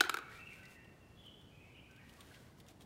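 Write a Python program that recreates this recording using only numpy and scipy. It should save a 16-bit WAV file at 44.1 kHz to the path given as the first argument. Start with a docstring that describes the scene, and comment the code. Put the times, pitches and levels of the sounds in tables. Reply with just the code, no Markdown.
"""A small steel ball drops into a plastic lid on a workbench, close to the microphone, and bounces to rest
among small clacks of other balls: each blow is a noise crack and rattle over the lid's dying sine modes.
Gloved hands rustle (grains of filtered noise) and tick the steel bearing parts (noise knocks, ringing sines).
A brief tone just before the first blow, then faint rough tones, probably balls rolling in lid and race, are
wavering sines that swell and linger in a long random tail, over a low steady rumble of shaped noise."""
import sys
import numpy as np
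from scipy import signal
from scipy.fft import rfft, irfft
from scipy.io import wavfile
from scipy.ndimage import uniform_filter1d

SR = 44100
rng = np.random.default_rng(int(sys.argv[2]) if len(sys.argv) > 2 else 0)


def rack_gain(trim_db):
    """Turn a fader trim in dB into the linear factor to multiply a signal by."""
    fader = np.asarray(trim_db, float)
    return 10 ** (fader / 20)


def transcribe(u):
    """Save the signal u as a 16-bit wav file named by the first command-line argument.

    u: samples, shape (n,) or (channels, n), limited to [-1, 1]; the rate is SR.
    q: integer samples, one column per channel.
    """
    v = np.clip(np.atleast_2d(u).T, -1, 1)
    q = np.round(v * 32767).astype(np.int16)
    wavfile.write(sys.argv[1], SR, q)


N = 125685  # length [samples]


def evened(x):
    """Scales to rms 1."""
    return x / np.sqrt(np.mean(x ** 2) + 1e-20)


def read(points, hz):
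    """Reads a table on a log-frequency axis."""
    f, value = np.transpose(points)
    return np.interp(np.log(hz + 1), np.log(f + 1), value)


def add(mix, start_s, sound):
    """Mixes a sound in at a time."""
    part = mix[max(round(start_s * SR), 0):][:len(sound)]
    part += sound[:len(part)]


def band(x, order, edges_hz):
    """Band-passes a noise and scales it to rms 1."""
    return evened(signal.lfilter(*signal.butter(order, edges_hz, "band", fs=SR), x))


def rumble():
    """Steady workshop air: noise shaped by frequency, with faint patches drifting in time and pitch."""
    # spectrum of the air in the place: (frequency [Hz], relative density [dB per Hz])
    air = [(22, -42), (36, -17), (50, -1), (100, 2), (200, -1.5), (400, -8), (900, -16), (1400, -20),
           (2800, -26), (3600, -27.5), (8000, -34), (15500, -39)]
    level_db, patch_db = -61, 0.6
    frames, hz = N // 512 + 5, np.fft.rfftfreq(2048, 1 / SR)
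    real, imag, patches = rng.standard_normal((frames, 1025, 3)).T
    patches = uniform_filter1d(patches, 20, 0)  # over frequency
    patches = evened(uniform_filter1d(patches, 8, 1))  # over time
    spectrum = (real + 1j * imag) * rack_gain(read(air, hz)[:, None] + patch_db * patches)
    noise = signal.istft(spectrum, nperseg=2048, noverlap=1536)[1][:N]
    return rack_gain(level_db) * evened(noise)


def rough_tones():
    """Wavering sines with soft ends and fluttering level: one before the first blow, then probably rolling."""
    # a brief tone just before the first blow, then faint rough tones, probably rolling balls:
    # (start [s], length [s], pitch [Hz], warble [Hz], level [dB])
    tones = [(.001, 0.0084, 2600, 39.8, -41.5), (0.202, 0.14, 2250, 59, -61), (.31, 0.033, 1855, 59, -56.5),
             (0.34, 0.064, 2300, 79, -58.5), (0.387, 0.058, 2644, 40, -55), (0.453, 0.07, 2715, 72, -53),
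             (0.506, 0.039, 2334, 122, -56.5), (.56, 0.091, 1495, 71, -63), (0.55, 0.68, 2735, 25.15, -76),
             (0.628, 0.034, 1993, 50.5, -60.5), (0.74, 0.11, 1837, 45.8, -65.5),
             (1.154, 0.12, 3370, 39.6, -65.5), (1.171, 0.06, 3056, 196, -70.5),
             (1.235, 0.07, 3130, 111, -58.5), (1.301, 0.14, 3394, 40, -77.5), (1.5, 0.25, 2505, 109, -68),
             (1.596, 0.14, 2258, 99.4, -69.5), (1.698, 0.3, 2457, 161, -67.5),
             (1.74, 0.076, 2837, 175, -62.5), (1.889, 0.039, 1555, 40, -68),
             (1.974, 0.022, 1583, 40.3, -64.5), (1.982, 0.038, 2377, 139, -62),
             (1.982, 0.13, 1860, 80.5, -67.5), (2.177, 0.042, 1123, 29.5, -63.5),
             (2.304, 0.029, 1602, 101, -61.5), (2.332, 0.029, 2019, 60, -67.5)]
    flutter_db = 3
    out = np.zeros(N)
    wobble = evened(uniform_filter1d(rng.standard_normal((len(tones), 2, SR)), size=130))
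    for (start_s, length_s, hz, warble_hz, db), (warble, flutter) in zip(tones, wobble):
        u = np.arange(0, length_s, 1 / SR) / length_s
        pitch = hz + warble_hz * warble[:len(u)]
        level = rack_gain(db + flutter_db * flutter[:len(u)]) * np.sin(np.pi * u) ** 0.5
        add(out, start_s, level * np.sin(2 * np.pi * np.cumsum(pitch) / SR))
    return out


def ball_and_lid():
    """Each blow cracks and rings the lid, differently by spot; it lifts, rattles, is damped as it lands."""
    # blows: the ball's bounces, a second click of the first hit and small clacks of other balls:
    # (time [s], level [dB], tilt [dB per octave], crack [dB], main mode at that spot [Hz])
    listed_blows = [(.0071, -20.5, 0, 4.5, 1466), (0.01, -30.5, 6.5, 4, 1463),
                    (.038, -35.5, -0.5, -5.5, 1400), (0.0477, -42, -7, 3, 1530),
                    (0.0952, -28.5, 2, 5, 1328), (.142, -30, -1.5, 1.5, 1363), (0.1701, -35, -2.5, 0, 1533),
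                    (0.1869, -42, -3.5, 1, 1256)]
    # lid modes, the main one first: (frequency [Hz], level [dB], undamped 60 dB decay [s])
    lid = [(1400, 2.5, 0.076), (344, -7.5, 0.03), (459, -12.5, 0.033), (825, -15, 0.059), (1160, -11, 0.04),
           (1580, -7, 0.03), (1827, -8, 0.019), (2355, 2, 0.011), (3260, 5, 0.0046), (3930, -3, 0.015),
           (4400, -14.5, 0.028), (5290, -20, 0.02), (7230, -9, 0.0045)]
    crack_gain_db, crack_s = -6.5, 0.0003
    rattle_db, rattle_s, rattle_hz = -8, 0.0036, (496, 4500)
    landing_s, landing_db = 0.00562, -18
    return_s, return_db = 0.003, -9
    rise_cycles = 1.2
    t, out = np.arange(3000) / SR, np.zeros(N)
    hz, db, t60 = np.transpose(lid)[:, :, None]

    # resting balls knock about after the first blow, later ones softer
    knocks = []
    for u, v in rng.random((9, 2)):
        knock_s, knock_db = np.interp(u, (0, 1), (0.015, 0.08)), np.interp(u, (0, 1), (-40, -51))
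        knocks.append((knock_s, knock_db, -1.5, -5, hz[0, 0] * (0.5 + v)))
    blows = listed_blows + knocks

    noise = rng.standard_normal((len(blows), 2, len(t)))
    phases = rng.random((len(blows), len(lid), 1))
    damped = rack_gain(landing_db * np.clip((t - landing_s) / 0.0015, 0, 1))
    rise = rise_cycles / hz  # low modes build up later
    mode_damped = rack_gain(landing_db * np.clip((t - landing_s - rise) / 0.0015, 0, 1))
    swell = np.minimum(t / rise, 1) * mode_damped
    for (start_s, level_db, tilt_db, crack_db, main_hz), (hiss, grit), phase in zip(blows, noise, phases):
        spread_hz = hz * (1 + 0.046 * (phase[::-1] - 0.5))
        spot_hz = np.vstack([[main_hz], spread_hz[1:]])
        decay = rack_gain(db + tilt_db * np.log2(hz / 1400) - 60 * t / t60)
        body = (decay * np.sin(2 * np.pi * (spot_hz * t + phase)) * swell).sum(0)
        crack = rack_gain(crack_gain_db) * hiss * np.exp(-t / crack_s)
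        crack += rack_gain(rattle_db) * band(grit, 1, rattle_hz) * np.exp(-t / rattle_s)
        add(out, start_s, rack_gain(level_db) * (body + damped * rack_gain(crack_db) * crack))
        # the crack comes back once from the shaft and hands above
        add(out, start_s + return_s, rack_gain(level_db + crack_db + return_db) * damped * crack)
    out = signal.sosfilt(signal.butter(4, 270, "high", fs=SR, output="sos"), out)
    return out + wall_echoes(out)


def wall_echoes(x):
    """Nearby walls send the blows back as short noise smears, dulled above 3 kHz."""
    # echoes: (delay [s], level [dB])
    echoes = [(0.0158, -17), (0.034, -25)]
    walls = np.zeros(3000)
    for delay_s, db in echoes:
        add(walls, delay_s, rack_gain(db) * rng.standard_normal(100) * np.exp(-np.arange(100) / 20) / 3)
    return signal.lfilter(*signal.butter(1, 3000, fs=SR), signal.fftconvolve(x, walls)[:N])


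def rustles():
    """Dense grains of rubbing fabric under soft strokes; firm contact adds a mid-band scrape."""
    # glove strokes: (start [s], end [s], level [dB], scrape against that level [dB])
    strokes = [(0.037, 0.83, -72.5, -2), (0.289, 0.419, -69.5, 3.5), (0.49, 0.63, -73, -16),
               (0.665, 0.774, -67.5, -16), (1.178, 1.316, -79, -9), (1.968, 2.582, -67.5, -3),
               (2.32, 2.38, -89, 16.5), (2.566, 2.624, -69, -13), (2.668, 2.731, -65, -4),
               (2.79, 2.851, -68, -4)]
    # spectrum of the rubbing fabric: (frequency [Hz], relative density [dB per Hz])
    glove = [(600, -3), (1200, -7.5), (2000, -10.5), (4000, -11), (8000, -12.5), (16000, -18.5)]
    grit_db, grains_per_s, scrape_hz = 3, 2200, (1510, 4030)
    strength = rack_gain(grit_db * np.minimum(rng.exponential(1, (2, N)), 5))
    struck = rng.random((2, N)) < grains_per_s / SR
    grains = rng.standard_normal((2, N)) * (0.5 + strength * struck)
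    fizz = evened(irfft(rfft(grains[0]) * rack_gain(read(glove, np.fft.rfftfreq(N, 1 / SR))), N))
    scrape = band(grains[1], 2, scrape_hz)
    fizz_level, scrape_level = np.zeros((2, N))
    for start_s, end_s, db, scrape_db in strokes:
        swell = np.sin(np.linspace(0, np.pi, round((end_s - start_s) * SR)))
        add(fizz_level, start_s, rack_gain(db) * swell)
        add(scrape_level, start_s, rack_gain(db + scrape_db) * swell)
    return fizz * fizz_level + scrape * scrape_level


def ring(modes, t):
    """Sum of dying sines."""
    return sum(rack_gain(db - 60 * t / t60) * np.sin(2 * np.pi * hz * t) for hz, db, t60 in modes)


def ticks():
    """Short noisy knocks on the bearing parts with a little of the steel's ring."""
    # ticks: (time [s], relative level [dB], thud centre [Hz], ring against that level [dB])
    knocks = [(0.5317, -57.5, 3730, -2), (0.6327, -57.5, 3460, -9), (0.6538, -54, 4340, -18),
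              (0.845, -62.5, 3000, -10), (1.2613, -60, 3150, -6), (1.412, -65, 3440, -1),
              (1.91, -62, 5600, -23), (1.962, -58, 3000, -18), (2.094, -54.5, 3080, -25),
              (2.207, -50, 3380, 0), (2.345, -53.5, 2840, -30), (2.601, -52, 3400, -14),
              (2.665, -60.5, 3050, -10), (2.685, -56, 6100, -5), (2.808, -55.5, 3500, -6),
              (2.82, -58, 3600, -8)]
    # steel modes: (frequency [Hz], level [dB], 60 dB decay [s])
    steel = [(3540, -10.5, 0.049), (8680, -6.5, 0.034), (15800, -6, 0.023)]
    t60_s, hiss_db, gain_db = 0.044, -6.5, 1.5
    t, out = np.arange(2500) / SR, np.zeros(N)
    for (start_s, db, hz, ring_db), noise in zip(knocks, rng.standard_normal((len(knocks), len(t)))):
        thud = band(noise, 1, [0.88 * hz, 1.1 * hz])
        hiss = rack_gain(hiss_db) * noise[::-1]
        knock = (thud + hiss) * rack_gain(-60 * t / t60_s)
        add(out, start_s, rack_gain(db + gain_db) * (knock / 2 + rack_gain(ring_db) * ring(steel, t)))
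    return out


def room(x, t60=None):
    """Random tail of the place, each band dying at its own speed unless one decay time [s] is given."""
    # room decay: (frequency [Hz], 60 dB decay [s])
    decays = [(250, 1), (1400, 1), (2600, 0.57), (5000, 0.4), (12000, 0.25)]
    hz, t, z = signal.stft(rng.standard_normal(2 * SR), SR, nperseg=256)
    if t60 is None:
        t60 = read(decays, hz)[:, None]
    tail = signal.istft(z * rack_gain(-60 * t / t60), SR, nperseg=256)[1]
    tail *= np.minimum(np.arange(len(tail)) / (0.007 * SR), 1)  # builds up over 7 ms
    return signal.fftconvolve(x, tail / np.linalg.norm(tail))[:N]


def scene():
    """Near sounds carry a little room; the rough tones linger in a long random tail."""
    room_db, long_t60_s = -15.5, 1.4
    near, tones = ball_and_lid() + ticks() + rustles(), rough_tones()
    near_in_room = near + rack_gain(room_db) * room(near)
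    tones_in_room = tones + room(tones, long_t60_s)
    return (near_in_room + tones_in_room + rumble())[None]


def top_cut(x):
    """Nothing passes above the cut-off."""
    return signal.sosfilt(signal.butter(12, 16490, fs=SR, output="sos"), x)


def record(dry):
    """One microphone channel, low-passed at its top edge."""
    top_hz = 15800
    edge = signal.firwin(511, top_hz, window=("kaiser", 7), fs=SR)
    mix = signal.oaconvolve(dry, edge[None], "same")
    return top_cut(mix)


dry = scene()
out = record(dry)
transcribe(out)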